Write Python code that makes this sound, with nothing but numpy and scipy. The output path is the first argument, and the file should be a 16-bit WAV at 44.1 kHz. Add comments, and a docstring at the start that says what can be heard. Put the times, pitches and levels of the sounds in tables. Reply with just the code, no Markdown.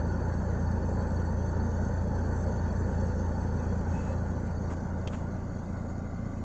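"""A soft, steady whir of air with a thin, fluttering hiss, over the low hum of an idling car engine.
The heater fan runs slowly behind the open glove box, pushing air through its plastic housing.
The hiss comes from the brushes rubbing inside the fan's motor. The hand-held microphone starts
close to the housing, then backs away with a few rubs, faint squeaks and ticks, and one clear click."""
import sys
import numpy as np
from scipy import signal
from scipy.fft import rfft, irfft, next_fast_len
from scipy.io import wavfile
from scipy.ndimage import uniform_filter1d

SR = 44100
rng = np.random.default_rng(int(sys.argv[2]) if len(sys.argv) > 2 else 0)


def bounce(signal):
    """Save signal as a 16-bit WAV file at the path given by the first command-line argument."""
    frames = np.transpose(np.atleast_2d(signal))
    limited = np.clip(frames, -1, 1)
    pcm = np.round(limited * 32767).astype(np.int16)
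    wavfile.write(sys.argv[1], SR, pcm)


N = 283991
T = np.arange(N) / SR
HZ = np.fft.rfftfreq(N, 1 / SR)
CRANK_HZ = 14.205  # turns of the engine's crankshaft per second

# the microphone's path: (time [s], distance [0 at the housing, 1 down by the feet])
MIC_DISTANCE = [(0, 0.039), (2.5, 0.0027), (3.6, 0.12), (4.4, 0.26), (5.0, .55), (5.5, 0.83), (6.44, 1)]


def fan(crank_turns):
    """Swirling air whirs and booms, throbbing as the engine shakes; turning parts add wavering tones."""
    # air rushing through the housing, close up and far away: (frequency [Hz], relative level [dB])
    rush_close = [(160, -25), (270, -5.5), (335, -3), (495, -1), (596, -2), (680, -10), (770, -10.5),
                  (890, -2.5), (1090, -15), (1250, -17.5), (1530, -15), (1850, -21.5), (2080, -33),
                  (3250, -60)]
    rush_far = [(160, -27.5), (270, 1.5), (360, 1), (440, -6), (580, 2), (750, -5.5), (980, -7),
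                (1280, -14), (1440, -7), (1700, -25), (2050, -19), (2400, -43.5), (3250, -77)]
    # ringing of the housing: (frequency [Hz], width [Hz], level close [dB], level far [dB])
    housing_rings = [(515, 75, -50.5, -62), (848, 90, -54.5, -73.5), (1167, 23, -62.5, -64.5),
                     (1464, 110, -55, -63), (1752, 150, -61, -77.5), (2070, 110, -77, -67)]
    # boom of the air box and cabin: (frequency [Hz], relative level [dB])
    boom_spectrum = [(10, -24.5), (28, -13), (40, -22.5), (55, -11), (85, -0.5), (120, -1), (150, -3.5),
                     (180, -0.5), (230, -1.5), (290, -9), (400, -32.5), (700, -73.5)]
    # tones of the fan and other turning parts: (frequency [Hz], level close [dB], level far [dB])
    fan_tones = [(46.3, -56.5, -55), (49.6, -54.5, -56.5), (90, -48.5, -64.5), (118, -44, -60),
                 (181.1, -44, -49), (222.7, -50.5, -55.5), (230, -53, -50.5), (387.3, -61, -68.5),
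                 (571.5, -60, -64), (784, -57.5, -61.5), (1160, -71.5, -66.5)]
    distance = curve(MIC_DISTANCE)
    rush = np.sqrt(1 - distance) * noise(colour(rush_close))
    rush += np.sqrt(distance) * noise(colour(rush_far))
    whir = patchy(rush * mic_gain(-40.5, -47) + ringing(housing_rings), depth_db=1.5)
    boom = noise(colour(boom_spectrum)) * mic_gain(-37, -42)
    throb = gain_of(0.42 * np.cos(2 * np.pi * crank_turns) + 0.5 * drift(7.3))
    tones = np.zeros(N)
    for hz, close_db, far_db in fan_tones:
        phase = 2 * np.pi * (hz * T + rng.random()) + 0.4 * drift(1.1)
        tones += mic_gain(close_db, far_db) * np.cos(phase)
    return (whir + boom) * throb + np.sqrt(2) * tones


def motor():
    """Brushes hiss on spinning contacts and ring the shell; a whine flutters as their touch varies."""
    # hiss of the brushes: (frequency [Hz], relative level [dB])
    hiss_spectrum = [(1500, -24), (2300, -2.5), (3000, -8.5), (3800, -7.5), (5100, -6.5), (5700, -11.5),
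                     (6300, -11.5), (6900, -3.5), (7400, -7.5), (7800, -12), (8400, -11.5)]
    # ringing of the shell: (frequency [Hz], width [Hz], relative level close [dB], the same far [dB])
    shell_rings = [(3000, 70, -19, -25), (3265, 77, -19, -25), (5590, 150, -12.5, -15.5),
                   (6010, 120, -8, -10), (6273, 130, -3, -13), (6606, 96, -7.5, -8), (6750, 120, -20.5, -6),
                   (7090, 90, -13.5, -15.5), (7670, 100, -12.5, -24.5)]
    # whine of the motor: (frequency [Hz], width [Hz], level close [dB], level far [dB])
    whine_bands = [(4467, 37, -68.5, -77.5), (4630, 70, -73.5, -87)]
    brushes = noise(colour(hiss_spectrum)) * mic_gain(-2, -1.5)
    hiss = patchy(brushes + ringing(shell_rings), depth_db=3.3)
    flutter_hz = 18.2
    flutter_db = 3 * np.sin(2 * np.pi * flutter_hz * T + 0.5 * drift(2)) + 0.8 * drift(12)
    whine = dash_echo(ringing(whine_bands), share=0.33) * evened(gain_of(flutter_db))
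    hiss = dash_echo(hiss, share=0.18) * mic_gain(-63, -65.5)
    # the hiss leaves the motor in a beam, which the microphone crosses at 3.2 s
    beam_db = 1.5 * np.exp(-((T - 3.2) / 0.79) ** 2)
    return hiss * gain_of(beam_db + 0.87 * drift(41)) + whine


def engine(crank_turns):
    """Two firings per turn push the cabin air into a hum; the valves' clatter repeats every two turns."""
    # tones of the hum: (frequency [multiple of the crank speed], level close [dB], level far [dB])
    hum_tones = [(1, -59.5, -66.5), (2, -47, -46.5), (3, -65, -64.5), (4, -36, -50.5), (5, -65, -63),
                 (6, -32, -41), (8, -45, -44.5), (10, -45.5, -49), (12, -46, -51), (14, -44.5, -50),
                 (16, -55, -58), (18, -57, -54.5), (20, -65.5, -53.5), (26, -55, -59.5)]
    # valve clatter through the cabin's front wall: (frequency [Hz], relative level [dB])
    clatter_spectrum = [(200, -35), (350, 9.5), (700, 0.5), (1000, -6.5), (1200, -6), (1550, -3),
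                        (1800, -13), (2200, -43.5), (4000, -66.5)]
    cabin_hz, cabin_width_hz = 68, 18  # the cabin's own note; tones above it arrive later
    hum = np.zeros(N)
    for multiple, close_db, far_db in hum_tones:
        lag = 2 * np.arctan((multiple * CRANK_HZ - cabin_hz) / cabin_width_hz)
        hum += mic_gain(close_db, far_db) * np.cos(2 * np.pi * multiple * crank_turns - lag)
    size = 8192  # points in a loop of noise that lasts two turns
    loop_hz = np.arange(size // 2 + 1) * CRANK_HZ / 2
    loop = evened(irfft(colour(clatter_spectrum, loop_hz) * rfft(rng.standard_normal(size))))
    clatter = np.interp(crank_turns / 2 % 1 * size, np.arange(size), loop)
    clatter = evened(clatter * gain_of(2.5 * np.cos(2 * np.pi * crank_turns)))  # louder once a turn
    return np.sqrt(2) * (hum * gain_of(0.36 * drift(6)) + clatter * mic_gain(-53.5, -57))


def rubs():
    """Hand and sleeve rub in short swells of noise."""
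    # each rub: (start [s], length [s], scuff level [dB], rasp level [dB], hiss level [dB])
    strokes = [(3.85, 0.32, -58, -67, -63.5), (4.695, 0.052, -45.5, -71, -59.5),
               (5.085, 0.13, -61, -66, -64.5), (5.123, 0.037, -45.5, -56, -65)]
    # the scuff, the rasp and the hiss: (frequency [Hz], width [Hz])
    bands = [(1100, 720), (2600, 1400), (6700, 1300)]
    out = np.zeros(N)
    for start, length, *levels_db in strokes:
        friction = sum(gain_of(db) * noise(peak(*band)) for db, band in zip(levels_db, bands))
        out += np.sqrt(swell(start, length)) * friction
    return out


def clicks():
    """Plastic snaps, rings briefly and gives the air a short push."""
    # each snap: (time [s], ring level [dB], snap level [dB], time to fade by 60 dB [s])
    snaps = [(3.756, -65, -56, .025), (3.811, -65, -56, .025), (4.125, -64, -60, .025),
             (5.073, -42, -52, .015), (5.0755, -32.5, -41, .012), (5.081, -44, -56, .035)]
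    # ringing of the plastic: (frequency [Hz], width [Hz], relative level [dB])
    plastic_rings = [(1820, 300, -8), (2340, 240, -8), (2970, 280, -1), (3330, 280, 2), (4430, 600, -9),
                     (6300, 2000, -12)]
    plastic = sum(gain_of(db) * peak(hz, width) / np.sqrt(width) for hz, width, db in plastic_rings)
    push_above_ring_db, push_rise_s = 7, 0.0003
    out = np.zeros(N)
    for start, ring_db, snap_db, fade_s in snaps:
        ring = gain_of(ring_db) * noise(plastic)
        snap = gain_of(snap_db) * noise(peak(hz=6400, width_hz=3500))
        fade = (T >= start) * gain_of(-60 * np.clip((T - start) / fade_s, 0, 2))
        out += fade * (ring + snap)
        push_age = np.clip((T - start) / push_rise_s, 0, 20)
        out -= gain_of(ring_db + push_above_ring_db) * push_age * np.exp(1 - push_age)
    return out


def squeaks():
    """Plastic sticks and slips under the hand, making a wavering tone with a rasp around it."""
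    # each squeak: (start [s], length [s], level [dB], pitch [Hz])
    slides = [(3.934, 0.08, -59, 2590), (4.02, .125, -61, 2590)]
    out = np.zeros(N)
    for start, length, db, hz in slides:
        slips = np.cumsum(hz + 35 * drift(80)) / SR
        loudness = gain_of(db + 2.5 * drift(90)) * swell(start, length) ** 0.3
        rasp = 0.4 * noise(peak(hz, width_hz=350))
        out += loudness * (np.sin(2 * np.pi * slips) + rasp)
    return out


def dash_echo(x, share):
    """Adds a bounce off the dashboard; its path changes as the hand sways and backs away."""
    delay_s = 0.001122 + 0.0005 * curve(MIC_DISTANCE) + 0.00003 * drift(1)
    return (x + share * np.interp(T - delay_s, T, x)) / np.sqrt(1 + share ** 2)


def mic_gain(close_db, far_db):
    """Volume that slides from its close level to its far level as the microphone backs away."""
    return gain_of(close_db + (far_db - close_db) * curve(MIC_DISTANCE))


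def ringing(rings):
    """Random shaking keeps a part ringing at its own notes."""
    return sum(mic_gain(close, far) * noise(peak(hz, width)) for hz, width, close, far in rings)


def patchy(x, depth_db):
    """Makes narrow frequency bands of a sound swell and fade on their own."""
    spectra = signal.stft(x, nperseg=2048)[2]
    patches = uniform_filter1d(rng.standard_normal(spectra.shape), size=7, axis=0)  # smooth over pitch
    patches = evened(uniform_filter1d(patches, size=3, axis=1))  # and over time
    return signal.istft(spectra * evened(gain_of(depth_db * patches)), nperseg=2048)[1][:N]


def noise(shape):
    """Noise of strength 1; shape sets how much of each frequency it holds."""
    size = next_fast_len(N, True)
    gains = np.interp(np.fft.rfftfreq(size, 1 / SR), HZ, shape)
    spectrum = rng.standard_normal(len(gains)) + 1j * rng.standard_normal(len(gains))
    return evened(irfft(gains * spectrum, size)[:N])


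def drift(rate_hz):
    """A random wobble of strength 1, up to about the given rate."""
    return noise(1 / (1 + (HZ / rate_hz) ** 4))


def colour(points, hz=HZ):
    """Joins (frequency, level) points into a gain for every frequency."""
    points_hz, db = np.transpose(points)
    return gain_of(np.interp(np.log(hz + 1), np.log(points_hz + 1), db))


def peak(hz, width_hz):
    """A hump of gain around one frequency."""
    return 1 / (1 + ((HZ - hz) / width_hz * 1.3) ** 2)


def swell(start, length):
    """A rise from 0 to 1 and back."""
    return np.abs(np.sin(np.pi * np.clip((T - start) / length, 0, 1)))


def curve(points):
    """Joins (time, value) points into a value for every sample."""
    return np.interp(T, *np.transpose(points))


def gain_of(db):
    """Turns decibels into a gain: the number to multiply a sound by."""
    return 10 ** (np.asarray(db) / 20)


def evened(x):
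    """Scales a signal to an average strength (rms) of 1."""
    return x / np.sqrt(np.mean(x ** 2) + 1e-20)


def low_pass(x, hz):
    """Cuts away the treble above hz."""
    return signal.oaconvolve(x, signal.firwin(255, hz, window=("kaiser", 8), fs=SR)[None], "same")


def scene():
    """Engine, fan, motor and hand sounds add up at one microphone."""
    crank_turns = np.cumsum(CRANK_HZ * (1 + 0.00087 * drift(1.75))) / SR  # the idle wanders slightly
    return (engine(crank_turns) + fan(crank_turns) + motor() + rubs() + clicks() + squeaks())[None]


def record(dry):
    """The microphone loses the highest treble, and its electronics add a faint hiss."""
    faint_hiss = gain_of(-85) * rng.standard_normal(N)
    return low_pass(low_pass(dry, hz=8200) + faint_hiss, hz=15500)


dry = scene()
out = record(dry)
bounce(out)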